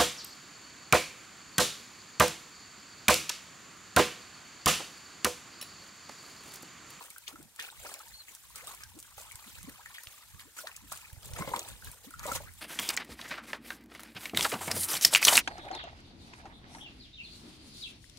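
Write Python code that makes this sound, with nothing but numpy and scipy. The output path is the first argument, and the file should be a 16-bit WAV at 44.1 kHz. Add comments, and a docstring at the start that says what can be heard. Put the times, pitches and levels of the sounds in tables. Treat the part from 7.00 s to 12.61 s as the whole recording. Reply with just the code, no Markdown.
"""Water laps, glugs and trickles around a lift net and its bamboo frame, heard from a boat on a flooded field.
Laps and trickle are clouds of ringing bubbles over coloured noise; splashes are dying noise bursts.
Drops ping off the mesh, air pockets plop, cavities glug upward, and two bigger surges drum on hull modes.
A faint chirp sounds in two notes; behind lie the field's hush and a light wind rumbling on the microphone ports."""
import sys
import numpy as np
from scipy import signal
from scipy.fft import rfft, irfft, next_fast_len
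from scipy.io import wavfile
from scipy.ndimage import uniform_filter1d, map_coordinates

SR = 44100
rng = np.random.default_rng(int(sys.argv[2]) if len(sys.argv) > 2 else 0)


def inscribe(sig):
    """Save sig as 16-bit PCM at rate SR to the path in sys.argv[1].

    A 1-D sig is mono; a 2-D sig holds one channel per row.
    Samples are clipped to [-1, 1] before scaling.
    """
    pcm = np.round(np.clip(np.atleast_2d(sig).T, -1, 1) * 32767)
    wavfile.write(sys.argv[1], SR, pcm.astype(np.int16))


N = 247401

# waves lapping through the net; rise and fall span 20 dB:
# (crest [s], rise [s], slosh fall [s], slosh level [dB], churn level [dB], spray level [dB])
LAPS = [(.01, 0.016, 0.18, -56, -50, -73), (.29, 0.016, 0.42, -69, -54.5, -58.5),
        (0.622, 0.065, 0.23, -46, -53, -48), (.87, 0.089, 0.29, -47, -46.5, -49.5),
        (1.29, 0.045, 0.31, -62, -62.5, -53.5), (1.564, 0.012, 0.11, -60, -57, -47),
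        (1.681, 0.05, 0.21, -50.5, -51, -46.5), (2.199, 0.042, 0.1, -58, -60, -50),
        (2.5, 0.77, 0.97, -56, -67, -57), (2.95, 0.13, 0.23, -57.5, -86, -58),
        (3.41, 0.057, 0.059, -51.5, -74, -53.5), (3.59, .04, 0.1, -57, -53, -43),
        (3.67, 0.05, 0.21, -51.5, -57, -55), (3.923, 0.075, 0.4, -53.5, -66, -49.5),
        (4.02, 0.071, 0.14, -56, -76, -65), (4.248, 0.057, 0.35, -56, -85, -51),
        (4.389, 0.044, 0.076, -47.5, -37, -42.5), (4.55, 0.32, 0.27, -50, -38, -70),
        (4.68, .08, 0.17, -51, -61, -50.5), (4.87, 0.13, 0.31, -56, -54.5, -51.5),
        (5.048, 0.021, 0.067, -55.5, -52, -50.5), (5.29, 0.11, 0.23, -50.5, -49.5, -44),
        (5.358, 0.055, 0.038, -57, -43.5, -36), (5.45, 0.18, 0.094, -54.5, -51.5, -57.5)]
CHURN_FALL_RATIO, SPRAY_FALL_RATIO = 0.74, 0.79  # over the slosh fall
# flow of the steady trickle from the mesh, used about its mean: (time [s], level [dB])
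TRICKLE = [(0.0, -54), (0.58, -68.5), (0.83, -54.5), (1.36, -60.5), (1.64, -56), (1.95, -61), (2.47, -56.5),
           (2.83, -59), (3.12, -55.5), (3.39, -60.5), (4.33, -65), (4.53, -48.5), (4.98, -70), (5.13, -60),
           (5.28, -73.5), (5.61, -57.5)]
FLOW_SPRAY_DB, FLOW_SLOSH_DB, FLOW_CHURN_DB = -60, -65, -80  # each part at the mean flow
SLOSH_DB_PER_FLOW_DB, CHURN_DB_PER_FLOW_DB = 0.86, 3.7
# spectrum of deep churning: (frequency [Hz], gain [dB])
CHURN = [(130, -57), (250, -15.5), (400, -8), (560, 1), (750, 1.5), (1100, 10), (2200, -29)]
# spectrum of the froth: (frequency [Hz], gain [dB])
SLOSH = [(400, -41), (650, -22), (850, -7.5), (1100, -1.5), (1700, 0), (2500, 5.5), (3600, 0.5), (5500, 2),
         (9000, -55)]
# spectrum of the spray: (frequency [Hz], gain [dB])
SPRAY = [(1200, -7), (2500, 0.5), (3800, 1), (5200, -2.5), (7000, 4), (9200, 6), (9800, 1.5), (15500, 1)]
# crests breaking: (time [s], level [dB], pitch [Hz], t60 [s], spray over gush [dB])
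SPLASHES = [(.005, -38, 1010, 0.075, -17), (.266, -39.5, 2930, 0.11, -42), (.283, -44, 1140, 0.12, 4),
            (.592, -35, 2680, 0.16, -20), (.848, -36, 715, 0.032, -23), (1.556, -44.5, 1480, 0.48, -2),
            (1.71, -37.5, 1160, 0.026, 4), (1.801, -44, 1520, 0.14, 2), (2.178, -37.5, 975, .034, 5),
            (2.941, -38.5, 2700, 0.081, -14), (3.565, -38.5, 1700, 0.06, 2),
            (3.918, -29.5, 1030, 0.023, 8.5), (4.361, -29, 1720, 0.032, -6), (4.525, -39, 920, 0.45, -17),
            (5.189, -36.5, 1430, 0.12, -16), (5.229, -35, 1400, 0.15, -3), (5.274, -30, 825, 0.14, -6),
            (5.349, -29.5, 1110, .08, 7.5)]
# nearest drops hitting the surface: (time [s], level [dB], pitch [Hz], lead at the left port [ms])
DROPS = [(.039, -37, 8200, 0), (.182, -29.5, 12100, .01), (.279, -25.5, 3020, -.29),
         (.282, -26.5, 6050, -.29), (.428, -39, 8100, 0), (0.598, -26.5, 3380, .22),
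         (0.611, -33, 3550, .22), (0.625, -30.5, 6300, .2), (0.94, -28, 7700, .02), (.992, -36.5, 7700, 0),
         (1.083, -36.5, 8300, 0), (1.353, -42, 10100, 0), (1.558, -27.5, 7900, -.11),
         (1.672, -27.5, 8750, -.11), (1.836, -31, 5700, .02), (2.027, -33, 8950, .04),
         (2.214, -34, 7400, -0.0017), (2.319, -31, 8750, .11), (2.356, -30.5, 8200, .09),
         (2.63, -33.5, 8800, 0), (3.035, -32, 9800, 0), (3.071, -32, 3100, .05), (3.397, -39.5, 4300, .02),
         (3.672, -29.5, 4000, .18), (3.764, -33, 6570, -.3), (3.924, -23.5, 8900, .09),
         (3.974, -31.5, 7300, 0), (4.13, -37, 10500, 0), (4.335, -29.5, 7240, .04),
         (4.423, -30, 1410, 0.153), (4.562, -27.5, 8600, .12), (4.563, -25.5, 3320, .18),
         (4.593, -21, 6800, -.13), (4.687, -28, 8900, -.11), (5.107, -33, 9000, .13),
         (5.194, -30.5, 6700, .02), (5.266, -27, 7500, .13), (5.319, -25, 6940, .13),
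         (5.352, -32, 7600, .13), (5.361, -29, 4140, .13)]
DRIP_DB, DRIP_SPREAD_DB, DRIP_HZ, DRIP_SPREAD_OCTAVES = -43, 13.5, 9300, 0.27  # smaller random drips
# air pockets snapping shut: (time [s], level [dB], starting pitch [Hz])
PLOPS = [(.162, -36, 1510), (0.357, -35.5, 1275), (0.409, -51, 1400), (0.592, -23.5, 1750),
         (0.721, -43.5, 870), (.915, -34.5, 1150), (1.283, -33.5, 2100), (1.607, -30, 2050),
         (1.833, -34, 1600), (2.312, -34.5, 2230), (2.859, -28, 1740), (2.983, -30, 1880),
         (3.035, -47, 1090), (3.395, -34, 2120), (3.587, -32.5, 1430), (3.671, -26.5, 1760),
         (4.537, -19.5, 1018), (4.823, -37, 1460), (4.871, -28.5, 1570), (5.109, -38, 1350),
         (5.138, -31.5, 1380), (5.255, -26.5, 557), (5.292, -31, 990), (5.316, -19, 1310),
         (5.374, -38, 1240), (5.403, -34, 567)]
PLOP_T60_CYCLES = 31.6  # so big pockets ring longer
# shrinking air cavities: (time [s], level [dB], middle pitch [Hz], length [s])
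GLUGS = [(.323, -49, 268, 0.035), (0.385, -47, 275, 0.028), (.41, -52.5, 166, .06),
         (1.618, -49.5, 583, 0.038), (1.696, -49, 1100, 0.025), (1.936, -52, 305.5, 0.059),
         (2.11, -53, 1110, 0.021), (2.196, -52.5, 605, 0.021), (2.216, -52, 1020, 0.016),
         (2.234, -51, 1119, 0.058), (2.462, -49.5, 244, .027), (2.63, -46.5, 164, 0.026),
         (2.672, -39, 252, 0.023), (2.785, -49, 854, 0.025), (2.8, -47.5, 1460, .022),
         (3.335, -49.5, 137, 0.036), (3.434, -59, 340, 0.069), (3.632, -43, 640, .03),
         (3.818, -53.5, 235, 0.044), (4.396, -32, 167, 0.0264), (5.061, -46.5, 256, 0.041),
         (5.463, -47.5, 1684, 0.035)]
GLUG_OCTAVES_PER_S = 22.8  # climb of every cavity, before its waver
# surges striking the hull: (time [s], level [dB])
BLOWS = [(4.385, -23.5), (4.406, -23), (4.419, -19), (4.474, -19.5), (4.49, -25.5), (4.535, -20.5),
         (4.562, -22.5), (5.253, -23), (5.289, -26), (5.316, -21.5), (5.358, -28.5)]
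# modes of the hull: (frequency [Hz], width [Hz], gain [dB])
HULL = [(168, 270, -9), (556, 88, 0.5), (1065, 99, -1.5), (1530, 83, -9), (2060, 114, -5.5)]
# soft bumps of the rocking boat: (time [s], level [dB])
BUMPS = [(2.167, -50), (2.342, -46.5), (3.068, -50), (3.344, -47.5), (4.124, -41.5), (4.17, -44),
         (4.301, -43), (4.327, -35), (4.863, -44), (5.345, -41), (5.437, -46)]
BUMP_HZ = 86
# faint high chirp in two notes: (time [s], pitch [Hz], level [dB])
CHIRP = [(1.12, 4100, -69), (1.142, 4280, -47), (1.165, 4280, -50), (1.183, 4350, -56),
         (1.198, 4260, -46.5), (1.215, 4030, -46), (1.24, 3920, -79)]
# scatter from hull, poles and water: (frequency [Hz], t60 [s])
SCATTER = [(200, 0.022), (2000, 0.15), (10000, 0.017)]
# stereo width of everything but drops and wind: (frequency [Hz], side gain [dB])
WIDTH = [(100, 7), (500, -3.5), (2000, -3), (5000, 1), (7000, 0.5), (9500, -29.5), (14000, -30)]
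# spectrum of the field's hush: (frequency [Hz], gain [dB])
AIR = [(88, -35), (150, -7), (453, -16), (1340, 8), (1700, 9.5), (2860, 1.5), (3830, 3.5), (5230, 5),
       (8660, 8.5), (14300, 5), (15500, -37)]
# puffs of wind; the sign of the width has no effect and a zero width is silent:
# (crest [s], width to swell or fade by 20 dB [s], rumble level [dB])
GUSTS = [(.37, -0.4, -65.5), (.82, .13, -58), (1.14, .13, -60.5), (1.65, 0.5, -61.5), (1.92, 0.6, -60),
         (2.28, 0.2, -61.5), (2.63, 0.43, -57), (3.1, 0, -57), (3.38, 0.22, -58.5), (3.88, 0.27, -55.5),
         (4.15, 0.02, -55), (4.36, 0.31, -48.5), (4.52, -0.04, -46), (4.72, 0.12, -49.5), (4.87, .13, -50),
         (5.22, .14, -52.5), (5.35, 0.4, -49.5), (5.48, -0.2, -56)]
# spectrum of wind on the ports: (frequency [Hz], gain [dB])
RUMBLE = [(20, -21.5), (35, -14), (52, -0.5), (68, -4), (90, -4), (160, -13), (260, -22.5), (500, -42.5),
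          (1500, -92)]
BREEZE_DB, LUMPS_DB, LUMPS_PER_S = -80, 2.5, 18  # rumble between puffs; depth and rate of the buffeting
TOP_HZ = 15780


def stirred_water():
    """Laps and trickle: deep churning, a froth of bubbles, and a crackle of spray draining from the mesh."""
    slosh_gain, churn_gain, spray_gain = stirring_gains()
    pockets = bubbles(count=2500, low_hz=212.6, high_hz=848, cycles=6.9, rise=0.35, spread_db=3.5)
    froth = bubbles(count=3200, low_hz=650, high_hz=4800, cycles=22, rise=.2, spread_db=4)
    crackle = bubbles(count=7000, low_hz=3000, high_hz=16000, cycles=9, rise=.1, spread_db=4.5)

    churn = churn_gain * amp(-6.0) * wash(pockets, CHURN, lead_ms=0.33, diffuse_db=-17)

    froth_wash = wash(froth, SLOSH, lead_ms=0.17, diffuse_db=-6.5)
    slosh = slosh_gain * amp(1.28) * patchy(froth_wash, depth_db=3.5)

    spurts_db = 1.9 * wobble(130)  # the mesh sheds its water in quick spurts
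    spray_wash = wash(crackle, SPRAY, lead_ms=0.0082, diffuse_db=11.5)
    spray = spray_gain * amp(spurts_db + 2.5) * patchy(spray_wash, depth_db=3.0)
    return churn + slosh + spray


def stirring_gains():
    """Gains of slosh, churn and spray: waves on top of a trickle that bubbles more as it flows faster."""
    flow_db = curves(TRICKLE)[0]
    flow_db = flow_db - flow_db.mean()
    slosh = swells([(s, rise, fall, db) for s, rise, fall, db, _, _ in LAPS])
    churn = swells([(s, rise, fall * CHURN_FALL_RATIO, db) for s, rise, fall, _, db, _ in LAPS])
    spray = swells([(s, rise, fall * SPRAY_FALL_RATIO, db) for s, rise, fall, _, _, db in LAPS])
    steady = amp([FLOW_SLOSH_DB + SLOSH_DB_PER_FLOW_DB * flow_db,
                  FLOW_CHURN_DB + CHURN_DB_PER_FLOW_DB * flow_db,
                  FLOW_SPRAY_DB + flow_db])
    return np.sqrt(np.array([slosh, churn, spray]) + steady ** 2)


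def bubbles(count, low_hz, high_hz, cycles, rise, spread_db):
    """A cloud of ringing bubbles of rms 1; each climbs in pitch as it nears the surface."""
    start, pitch, life, strength = rng.random((count, 4)).T
    hz = low_hz * (high_hz / low_hz) ** pitch
    samples = (cycles * (.5 + life) / hz * SR).astype(int) + 1
    # all bubbles laid end to end: owner and sample index within it
    which = np.repeat(np.arange(count), samples)
    k = np.arange(len(which)) - (np.cumsum(samples) - samples)[which]
    age = k / samples[which]
    turns = k / SR * hz[which]
    loudness = amp(-spread_db * np.log(1 - .97 * strength))[which]
    envelope = (1 - age) ** 2 * np.exp(-2 * age) * (1 - np.exp(-turns))
    ring = loudness * envelope * np.sin(2 * np.pi * turns * (1 + rise * age / 2))
    position = (start * N).astype(int)[which] + k
    return unit(np.bincount(position, ring, N)[:N])


def wash(grains, spectrum, lead_ms, diffuse_db):
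    """Near bubbles from one bearing, on the diffuse rush of the many further away."""
    diffuse = amp(diffuse_db) * rng.standard_normal((2, N))
    return coloured(ports(grains, lead_ms) + diffuse, spectrum)


def patchy(pair, depth_db):
    """Clusters of like-sized droplets lift and dim small patches of time and frequency."""
    z = signal.stft(pair, nperseg=256)[2]
    field = rng.standard_normal(z.shape[1:])
    for axis in (0, 1):
        field = uniform_filter1d(field, size=5, axis=axis)
    return unit(signal.istft(z * amp(depth_db * unit(field)), nperseg=256)[1][:, :N])


def splashes():
    """A wave breaks at once into a gush and a hiss of spray that die together."""
    out, t = np.zeros(N), np.arange(SR // 4) / SR
    attack = 1 - np.exp(-t / .003)
    for s, db, hz, t60_s, spray_db in SPLASHES:
        gush = burst(t, t60_s, lambda f: resonance(f, hz, 0.74 * hz) ** 2)
        hiss = burst(t, t60_s, lambda f: amp(along(SPRAY, f)))
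        add(out, s, amp(db) * (gush + amp(spray_db) * hiss) * attack)
    return out


def drops():
    """A drop lands at its own bearing, pings for a few cycles and leaves a fizz that spreads around it."""
    out, t = np.zeros((2, N)), np.arange(SR // 16) / SR
    for s, db, hz, lead_ms in DROPS + drips(count=30):
        age = t * hz / 1.3
        ping = age * np.exp(1 - age) * np.sin(2 * np.pi * hz * t)
        crack = burst(t, .011, lambda f: resonance(f, hz, 1.2 * hz)) * (1 - np.exp(-t / .0003))
        centre, spread = [burst(t, 0.065, lambda f: resonance(f, hz, 0.6 * hz)) for _ in range(2)]
        fizz = amp(-11.5) * centre + amp(-17.5) * np.array([spread, -spread])
        landing = ports(amp(-2.5) * ping + crack, lead_ms) + fizz
        for channel, sound in zip(out, landing):
            add(channel, s, amp(db) * sound)
    return out


def drips(count):
    """Rows like those of DROPS for the small drips off the mesh almost straight ahead."""
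    when, size, pitch, bearing = rng.uniform(-1, 1, (count, 4)).T
    time_s = (when + 1) / 2 * N / SR
    level_db = DRIP_DB + DRIP_SPREAD_DB * size
    pitch_hz = DRIP_HZ * 2 ** (DRIP_SPREAD_OCTAVES * pitch)
    return list(zip(time_s, level_db, pitch_hz, 0.022 * bearing))


def plops():
    """A trapped pocket of air rings briefly at a rising pitch, with a wet smack around it."""
    out, t = np.zeros(N), np.arange(SR // 8) / SR
    for s, db, hz in PLOPS:
        t60_s = PLOP_T60_CYCLES / hz
        envelope = amp(-60 * t / t60_s) * (1 - np.exp(-t / .0014))
        ring = np.sin(2 * np.pi * hz * t * (1 + 3 * t)) * envelope
        smack = burst(t, 0.5 * t60_s, lambda f: resonance(f, hz, 0.33 * hz) ** 2)
        add(out, s, amp(db - 7.5) * (ring / np.abs(ring).max() + amp(2.5) * smack))
    return out


def glugs():
    """Water squeezes a cavity, so that its ragged note climbs while the water gurgles around it."""
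    out, t = np.zeros(N), np.arange(SR // 6) / SR
    for s, db, middle_hz, length_s in GLUGS:
        u = np.linspace(0, 1, int(length_s * SR))
        waver, flutter = [map_coordinates(rng.standard_normal(8), [u * 7]) for _ in range(2)]
        hz = middle_hz * 2 ** (GLUG_OCTAVES_PER_S * length_s * (u - .5)) * (1 + 0.112 * waver)
        note = np.sin(np.pi * u) * np.sin(2 * np.pi * np.cumsum(hz) / SR)
        add(out, s, amp(db - 2.5 + 2.0 * flutter) * note)
        gurgle = burst(t, 4.8 * length_s, lambda f: resonance(f, 1.03 * middle_hz, 1.26 * middle_hz) ** 2)
        add(out, s, amp(db + 1.5) * gurgle * (1 - np.exp(-t / .025)))
    return out


def hull():
    """Each blow of a surge is a short rattle of water on the modes of the hollow boards."""
    def boards(f):
        # neighbouring modes alternate in sign
        return sum((-1) ** k * amp(db) * resonance(f, hz, width_hz)
                   for k, (hz, width_hz, db) in enumerate(HULL))

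    out, t = np.zeros(N), np.arange(SR // 8) / SR
    for s, db in BLOWS:
        add(out, s, amp(db - 7.5) * burst(t, 0.057, boards))
    return out


def bumps():
    """The rocking boat bumps softly: a low sine in a Gaussian envelope."""
    out, t = np.zeros(N), np.arange(SR // 8) / SR
    thud = np.sin(2 * np.pi * BUMP_HZ * t) * np.exp(-((t - .01) / 0.0054) ** 2)
    for s, db in BUMPS:
        add(out, s, amp(db) * thud)
    return out


def chirp():
    """A thin, quavering note sounds twice: a sine of jittered pitch and level."""
    hz, db = curves(CHIRP)
    t = np.arange(N) / SR
    sounding = (t > CHIRP[0][0]) & (t < CHIRP[-1][0])
    quaver = 1 + .025 * wobble(600)
    return sounding * amp(db + 0.7 * wobble(200)) * np.sin(2 * np.pi * np.cumsum(hz * quaver) / SR)


def field_air():
    """The hush of the open field: steady coloured noise, independent per channel."""
    return amp(-63) * coloured(rng.standard_normal((2, N)), AIR)


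def wind():
    """Low buffeting that swells with each puff: unrelated noise on the two ports, lumps in common."""
    pair = coloured(rng.standard_normal((2, N)), RUMBLE)
    puffs = swells([(s, width_s, width_s, db) for s, width_s, db in GUSTS])
    strength = np.sqrt(puffs + amp(BREEZE_DB) ** 2)
    return strength * amp(LUMPS_DB * wobble(LUMPS_PER_S)) * pair * amp([[-1.3], [1.3]])


def placed(x, lead_ms, scatter_db):
    """A source left of centre; the boat and poles scatter a short tail."""
    hz, t, z = signal.stft(rng.standard_normal((2, SR // 6)), SR, nperseg=256)
    decay = amp(-60 * t / along(SCATTER, hz)[:, None])
    tail = signal.istft(z * decay, SR, nperseg=256)[1]
    scattered = signal.fftconvolve(x[None], tail / np.linalg.norm(tail[0]), axes=1)[:, :N]
    return ports(x, lead_ms) + amp(scatter_db) * scattered


def ports(x, lead_ms):
    """Left and right signals of a sound that reaches the left port lead_ms before the right."""
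    sides = np.array([[1], [-1]])
    return filtered(x, lambda hz: np.exp(1j * np.pi * hz * lead_ms / 1000 * sides))


def narrowed(pair):
    """Side signal shaped by WIDTH: wide in the lows, near the centre in the top treble."""
    mid = (pair[0] + pair[1]) / 2
    side = filtered((pair[0] - pair[1]) / 2, lambda hz: amp(along(WIDTH, hz)))
    return np.array([mid + side, mid - side])


def swells(rows):
    """Summed power of (crest s, rise s, fall s, dB) swells that grow and die away evenly in dB."""
    t, power = np.arange(N) / SR, np.zeros(N)
    for crest_s, rise_s, fall_s, db in rows:
        away = np.maximum((crest_s - t) / rise_s, (t - crest_s) / fall_s)
        near = away < 3  # cut 60 dB below the crest
        power[near] += amp(db - 20 * away[near]) ** 2
    return power


def burst(t, t60_s, response):
    """Dying noise through a response, with peak 1."""
    x = filtered(rng.standard_normal(len(t)) * amp(-60 * t / t60_s), response)
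    return x / np.abs(x).max()


def resonance(f, hz, width_hz):
    """Response of one damped mode."""
    return 1j * f * width_hz / (hz * hz - f * f + 1j * f * width_hz)


def add(track, s, sound):
    """Mix a sound into a track at time s."""
    part = track[max(round(s * SR), 0):][:len(sound)]
    part += sound[:len(part)]


def amp(db):
    """Decibels to gain."""
    return 10 ** (np.asarray(db) / 20)


def unit(x):
    """Scale to rms 1."""
    return x / np.sqrt(np.mean(x ** 2) + 1e-20)


def along(points, hz):
    """(Hz, value) points interpolated on a log axis."""
    f, v = np.transpose(points)
    return np.interp(np.log(hz + 1), np.log(f + 1), v)


def curves(rows):
    """One value per sample for each column after the time."""
    s, *cols = np.transpose(rows)
    return [np.interp(np.arange(N) / SR, s, c) for c in cols]


def wobble(knots_per_s):
    """A smooth random curve through normal knots."""
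    knots = rng.standard_normal(int(N * knots_per_s / SR) + 4)
    return map_coordinates(knots, [np.arange(N) * knots_per_s / SR])


def filtered(x, response):
    """x times a complex response of frequency."""
    n = x.shape[-1]
    m = next_fast_len(n + SR // 10)
    return irfft(rfft(x, m) * response(np.fft.rfftfreq(m, 1 / SR)), m)[..., :n]


def coloured(x, spectrum):
    """x shaped by a (Hz, dB) spectrum, at rms 1."""
    return unit(filtered(x, lambda hz: amp(along(spectrum, hz))))


def scene():
    """Water around the bow over the hush of the open field, with wind on the ports."""
    waves = placed(amp(2.5) * splashes(), lead_ms=0.17, scatter_db=-4.5)
    hits = placed(plops() + glugs() + hull() + bumps() + chirp(), lead_ms=0.17, scatter_db=-9.5)
    surroundings = narrowed(stirred_water() + waves + hits + field_air())
    balance = amp([[.3], [-.3]])
    return (surroundings + drops()) * balance + wind()


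def record(dry):
    """Band limit: nothing is kept from TOP_HZ up."""
    return filtered(dry, lambda hz: hz < TOP_HZ)


dry = scene()
out = record(dry)
inscribe(out)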